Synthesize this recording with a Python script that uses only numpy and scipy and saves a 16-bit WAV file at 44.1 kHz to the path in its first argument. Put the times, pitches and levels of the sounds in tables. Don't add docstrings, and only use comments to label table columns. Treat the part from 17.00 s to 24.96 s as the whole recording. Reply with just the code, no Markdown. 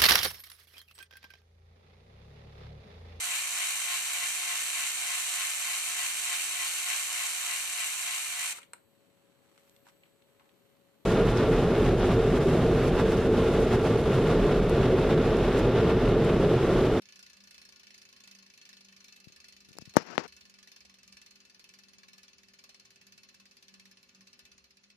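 import sys
import numpy as np
from scipy import signal
from scipy.fft import rfft, irfft, next_fast_len
from scipy.io import wavfile
from scipy.ndimage import uniform_filter1d, minimum_filter1d

SR = 44100
rng = np.random.default_rng(int(sys.argv[2]) if len(sys.argv) > 2 else 0)


def boost(x):
    u = np.asarray(x, float) / 20
    return 10 ** u


def bounce(signal):
    frames = np.transpose(np.atleast_2d(signal))
    limited = np.clip(frames, -1, 1)
    pcm = np.round(limited * 32767).astype(np.int16)
    wavfile.write(sys.argv[1], SR, pcm)


N = 351036


def unit(x):
    return x / np.sqrt(np.mean(x ** 2) + 1e-30)


def even(rows):
    return _even(rows)


def _even(rows):
    energy = np.sum(rows ** 2, axis=-1, keepdims=True)
    return rows / np.sqrt(energy)


def along(points, hz):
    f, v = np.transpose(points)
    return np.interp(np.log(hz + 1), np.log(f + 1), v)


# (frequency [Hz], left minus right [dB])
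PORT_BALANCE = [(60, -0.5), (110, 1), (200, -2.5), (380, -1.5), (700, 6.5), (1290, -4), (2380, -3),
                (4400, 14), (8120, -10.5), (15000, 4)]


def coloured(x, spectrum, lean=0):
    hz = np.fft.rfftfreq(x.shape[-1], 1 / SR)
    sides = 1
    if lean:
        sides = boost(lean * along(PORT_BALANCE, hz) * np.array([[.5], [-.5]]))
    return unit(irfft(rfft(x) * boost(along(spectrum, hz)) * sides, x.shape[-1]))


def narrow(hz, width_hz):
    m = next_fast_len(N)
    f = np.arange(4000) * SR / m
    phasor = np.exp(2j * np.pi * rng.random((2, len(f))))
    response = 1 / (1 + (2 * (f - hz) / width_hz) ** 2)
    common, difference = unit(irfft(phasor * response, m)[:, :N])
    return common + .3 * np.array([difference, -difference])


def wobble(rate):
    knots = rng.standard_normal((2, int(N * rate / SR) + 2))
    return np.array([np.interp(np.arange(N) * rate / SR, np.arange(len(k)), k) for k in knots])


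def tone(hz, drift_hz):
    drift, skew = wobble(4.7)
    phase = 2 * np.pi * np.cumsum(hz + drift_hz * drift) / SR
    return np.sqrt(2) * np.sin(phase + 0.53 * skew * np.array([[1], [-1]]))


def swells(rows, edge_s):
    t = np.arange(N) / SR
    ramps = [boost(db) * np.clip(np.minimum(t - s, s + length - t) / edge_s, 0, 1) for s, length, db in rows]
    return np.sqrt(np.sum(np.square(ramps), axis=0))


# (frequency [Hz], density [dB per Hz])
AIR = [(15, -45), (25, -16), (141, -7), (195, -2.5), (301, -10), (394, -15), (439, -12.5), (911, -15.5),
       (2610, -10), (3250, -13), (4250, -12.5), (6210, -12.5), (8140, -23.5), (12200, -24.5), (15400, -31)]
# (frequency [Hz], left-right likeness [0 to 1])
COHERENCE = [(60, 0.57), (200, 0.76), (600, .5), (1300, .03)]


def air():
    hz = np.fft.rfftfreq(N, 1 / SR)
    turn = np.arccos(np.clip(along(COHERENCE, hz), 0, 1)) / 2
    mid, side = irfft(rfft(rng.standard_normal((2, N))) * [np.cos(turn), np.sin(turn)], N)
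    return boost(-69) * coloured(np.array([mid + side, mid - side]), AIR)


# (frequency [Hz], level [dB])
HUM = [
    (199.2, -75),
    (242.2, -83.5),
    (344.5, -90.5),
    (393.0, -81),
    (538.3, -87),
]
# (start [s], length [s], level [dB])
THROBS = [(-.1, 0.2, -67), (.12, 0.14, -64.5), (.32, 0.22, -66), (.6, 0.54, -77), (1.2, 0.34, -67.5),
          (1.62, 0.5, -72.5), (1.8, 0.23, -67), (2.12, .2, -71.5), (2.42, 0.95, -72.5), (3.36, 0.36, -70),
          (3.78, 0.24, -70), (4.05, 0.16, -63.5), (4.28, 0.2, -70.5), (4.66, 0.62, -71.5),
          (5.33, 0.31, -73.5), (5.7, 0.19, -74), (5.95, 0.39, -72), (6.31, 0.23, -67.5),
          (6.62, 0.39, -66.5), (7.11, 0.2, -62), (7.44, 0.22, -76), (7.76, .3, -71)]


def appliance():
    lines = sum(boost(db + 1.5 * wobble(5.7)) * tone(hz, drift_hz=0.51) for hz, db in HUM[1:])
    throb = np.hypot(boost(-80.5), swells(THROBS, edge_s=0.12))
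    return lines + throb * tone(HUM[0][0] - 2.5, drift_hz=2.9)


# (start [s], length [s], level [dB], frequency [Hz])
SPELLS = [
    (0.196, .65, -82.5, 72),
    (.95, .3, -83, 105),
    (2.25, 1.25, -77, 72.6),
    (3.746, 0.53, -78.5, 68),
    (5.204, 0.29, -83.5, 69.9),
    (5.75, 0.52, -81.5, 111),
    (7.05, 0.27, -82, 100.5),
    (7.35, 0.43, -81, 67.8),
]


def rumble():
    spells = sum(swells([row[:3]], edge_s=0.11) * narrow(row[3], width_hz=18) for row in SPELLS)
    return spells + boost(-90) * narrow(75, width_hz=50)


def room():
    return air() + appliance() + rumble()


# (start [s], length [s], level [dB], hiss over it [dB])
STROKES = [
    (2.803, .03, -62, 16),
    (2.939, 0.036, -49, -13),
    (2.971, 0.07, -43, -5.5),
    (3.026, 0.058, -51, -6),
    (3.057, 0.1167, -44.5, -7),
    (3.155, .03, -56, -2),
    (3.182, 0.036, -42.5, -1),
    (3.194, 0.08, -44.5, -8.5),
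]


def sliding():
    edge_s = .018
    body = swells([row[:3] for row in STROKES], edge_s)
    hiss = swells([(s, length, db + hiss_db) for s, length, db, hiss_db in STROKES], edge_s)
    t = np.arange(N) / SR
    rush_t60 = 0.11
    rush = sum((t > s + .003) * boost(db - 60 * np.abs(t - s) / rush_t60) for s, db, *_ in POPS[::2])
    rush_bands = boost([-30.5, -31.5, -35.5])[:, None]
    return np.hypot([boost(-2) * body, body, hiss], rush_bands * rush)


# (time [s], thud level [dB], thud frequency [Hz], tick level [dB])
TAPS = [(2.271, -36, 152, -70), (2.30, -48.5, 200, -77), (2.329, -55, 199, -80), (2.688, -44.5, 200, -61),
        (2.708, -43.5, 160, -72), (2.718, -51, 300, -45), (2.754, -45, 300, -47), (2.767, -40, 352, -58),
        (2.794, -41, 119, -77.5), (2.821, -34, 185, -62), (2.875, -35.5, 119, -70), (2.957, -26, 452, -49),
        (2.964, -31, 500, -24)]
# (time [s], snap level [dB], snap length [ms], recoil level [dB], crackle level [dB])
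POPS = [
    (2.968, 3.5, 0.56, 5, -4),
    (2.9714, -5, 0.6, -10, -29),
    (3.1798, -1.5, 0.29, -5.5, -23),
    (2.786, -25.5, .55, -29, -24),
]
# (frequency [Hz], level [dB])
SKIN = [
    [(60, -24.5), (150, -4), (400, 1.5), (800, -11), (1500, -43)],
    [(300, -28), (700, -0.5), (1500, -4), (2800, -10), (5000, -41.5)],
    [(1500, -28), (3000, -7.5), (5500, 1.5), (7200, -8.5), (8500, -32), (13000, -40.5), (15500, -67)],
]
# (frequency [Hz], level [dB])
CRACKLE = [(2000, -29.5), (3800, -16), (5600, 5), (8000, -12.5), (11000, -8), (13500, -20.5),
           (16500, -16.5)]


def finger():
    x, t = np.zeros(N + SR), np.arange(4410) / SR
    for s, db, hz, tick_db in TAPS:
        swing = boost(db + 8 - 29 * hz * t) * (1 - np.exp(-9 * hz * t))
        thud = -np.sin(2 * np.pi * hz * t) * swing
        tick = coloured(rng.standard_normal(len(t)), SKIN[2]) * boost(tick_db - 60 * t / 0.0046)
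        x[round(s * SR):][:len(t)] += thud + tick
    for s, snap_db, ms, recoil_db, crackle_db in POPS:
        hz = 152 / np.sqrt(ms)
        after = np.clip(t - ms / 1000, 0, None)
        snap = -boost(snap_db) * np.sin(np.pi * np.clip(t * 1000 / ms, 0, 1)) ** 1.8
        swing_back = np.sin(2 * np.pi * (hz * after) ** .7 * 1.1)
        recoil = boost(recoil_db - 60 * after / .0065) * swing_back
        crackle = boost(crackle_db - 60 * t / 0.0045) * coloured(rng.standard_normal(len(t)), CRACKLE)
        x[round(s * SR):][:len(t)] += snap + recoil + crackle
    grain = boost(2.0 * wobble(300)[0])
    rub = 0
    for gain, band in zip(sliding(), SKIN):
        rub = rub + gain * unit(grain * coloured(rng.standard_normal(N), band))
    port = signal.butter(3, 95, "high", fs=SR, output="sos")
    muffle = signal.butter(1, 7000, fs=SR, output="sos")
    left = signal.sosfilt(np.vstack([port, muffle]), x[:N] + rub)
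    return np.array([left, np.zeros(N)])


# (count, rate [1/s], then [1/s2], [1/s3])
SPIN = (-.530, 29.0438, -.914005, .00435383)
TEETH, PAWLS = 30, 3


def ticks():
    t = np.arange(N) / SR
    passed = np.polyval(SPIN[::-1], t)
    tooth = np.arange(int(passed[-1]) + 1)
    s = np.interp(tooth, passed, t)
    rate = np.interp(s, t, np.gradient(passed) * SR)
    speed = rate / SPIN[1]
    angle = 2 * np.pi * tooth / TEETH
    heavy_spot_s = .0005
    s = s + heavy_spot_s * speed ** -3.0 * np.cos(angle)
    pawl_db = 2 * np.cos(PAWLS * angle + 2.77)
    oval_db = .5 * np.cos(2 * angle - .9)
    tick_db = -55.5 + 3 * np.log2(speed)
    return s, boost(tick_db + pawl_db + oval_db)


def laid(rows, s):
    at = (np.round(s * SR).astype(int)[:, None] + np.arange(rows.shape[-1])).ravel()
    return np.array([np.bincount(at, rows[:, c].ravel(), N + SR)[:N] for c in range(2)])


def burst(count, size, spectrum, tint_db, tint_bins):
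    tint = uniform_filter1d(rng.standard_normal((count, 2, size // 2 + 1)), tint_bins, axis=2)
    noise = rfft(rng.standard_normal((count, 2, size)))
    return coloured(irfft(noise * boost(tint_db * unit(tint)), size), spectrum, lean=0.98)


# (frequency [Hz], level [dB], t60 [s])
METAL = [(1084, -12.5, 0.34), (1210, -14.5, 0.52), (1450.4, -12.5, 0.44), (1745, -9, 0.22),
         (2310, -5.5, 0.13), (2632, -0.5, .2), (3015, -7.5, 0.18), (3566, -10, .16), (4190, -6.5, 0.44),
         (4280, -3.5, 0.66), (4808, 1.5, 0.12), (5370, -2, .12), (5720, -6.5, 0.043), (5700, 1, 0.069),
         (5950, -7, .12), (6260, -8.5, .1), (7300, -18.5, .06), (9400, -19.5, 0.12), (9850, -18, 0.051),
         (11900, -21.5, .04)]


def notes(count, size):
    z = np.zeros((count, 2, size // 2 + 1), complex)
    for hz, db, t60 in METAL + METAL[3:13]:
        near = np.arange(-100, 101) + round(hz * size / SR)
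        detune, loud, turn = rng.standard_normal((count, 3, 2, 1)).swapaxes(0, 1)
        off = 2j * np.pi * (near * SR / size - hz * (1 + .008 * detune))
        fade = np.log(1000) / min(t60, .26)
        build = 1 / 0.0012
        phase = np.exp(9j * turn - 2j * np.pi * near * 44 / size)
        z[..., near] += boost(db + 5 * loud) * phase / (fade + off) / (build + off)
    return even(irfft(z, size))


# (frequency [Hz], density [dB per Hz])
CRACK = [(290, -45), (500, -14), (530, -10.5), (1230, -17.5), (1320, -23), (1690, -4.5), (3200, -5.5),
         (4280, -1), (6330, 0.5), (8090, -18), (12100, -13.5), (15400, -27)]
# (frequency [Hz], density [dB per Hz])
WASH = [(410, -41), (700, -18.5), (1330, -14), (2630, -1), (3200, -6), (4320, -6.5), (6230, -10.5),
        (8210, -19), (12200, -19), (15400, -27)]


def freehub():
    s, force = ticks()
    count, size = len(s), 8192
    t = np.arange(size) / SR
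    late = 0.0012 * np.cumsum(rng.gamma(2, .5, (count, PAWLS)), axis=1) - .0012
    since = np.clip(t[:2048] - np.clip(late, 0, .0045)[..., None], 0, None)
    pawl = boost(rng.normal(0, 2.2, (count, PAWLS, 1)))
    decay = boost(-60 * since / .011) + boost(-7.5 - 60 * since / 0.065)
    hit = decay * (1 - np.exp(-since / 0.00028))
    shape = np.sqrt(np.sum((pawl * hit) ** 2, axis=1))[:, None]
    crack = even(shape * burst(count, size=2048, spectrum=CRACK, tint_db=5, tint_bins=22))
    wash_shape = boost(-60 * t / 0.14) * (1 - np.exp(-t / 0.0037))
    wash = even(wash_shape * burst(count, size, WASH, tint_db=0.5, tint_bins=40))
    force = force[:, None, None] * boost(rng.normal(0, .6, (count, 2, 1)))
    ringing = boost(22.0) * wash + boost(26.5) * notes(count, size)
    return laid(force * boost(26.0) * crack, s) + laid(force * ringing, s)


def scene():
    return freehub() + room() + finger()


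# (frequency [Hz], weakest kept line over the usual level [dB])
THRESHOLD = [(4500, -40), (6000, -14), (7400, -6), (8200, 3), (8900, -1), (11000, 0), (12500, -1),
             (13200, 8), (15300, 8), (15600, 34)]


def thinned(x, size):
    hz, t, z = signal.stft(x, SR, "cosine", size)
    level = np.abs(z)
    median = np.median(level[..., ::3], axis=2, keepdims=True)
    usual = uniform_filter1d(median, size // 80, axis=1)
    luck_db = rng.normal(0, 4.6, (50, 400)) + rng.normal(0, 1.6, 400)
    luck_db = luck_db[(hz // 500).astype(int)][:, (t // .0232).astype(int)]
    kept = level > usual * boost(along(THRESHOLD, hz)[:, None] + luck_db)
    return signal.istft(z * kept, SR, "cosine", size)[1][:, :N]


def camera(x):
    calm = minimum_filter1d(np.abs(x[0]) < .05, 4096)
    chance = np.repeat(rng.random(N // 3072 + 1), 3072)[:N]
    long = uniform_filter1d(1. * (calm & (chance < .55)), 256)
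    return long * thinned(x, size=2048) + (1 - long) * thinned(x, size=384)


def low_pass(x):
    return signal.sosfilt(signal.butter(12, 16820, fs=SR, output="sos"), x)


def record(dry):
    gain = boost(-2.5 * np.clip((np.arange(N) / SR - 7.55) / .1, 0, 1))
    mix = camera(np.clip(gain * dry, -1, 1))
    return low_pass(mix)


dry = scene()
out = record(dry)
bounce(out)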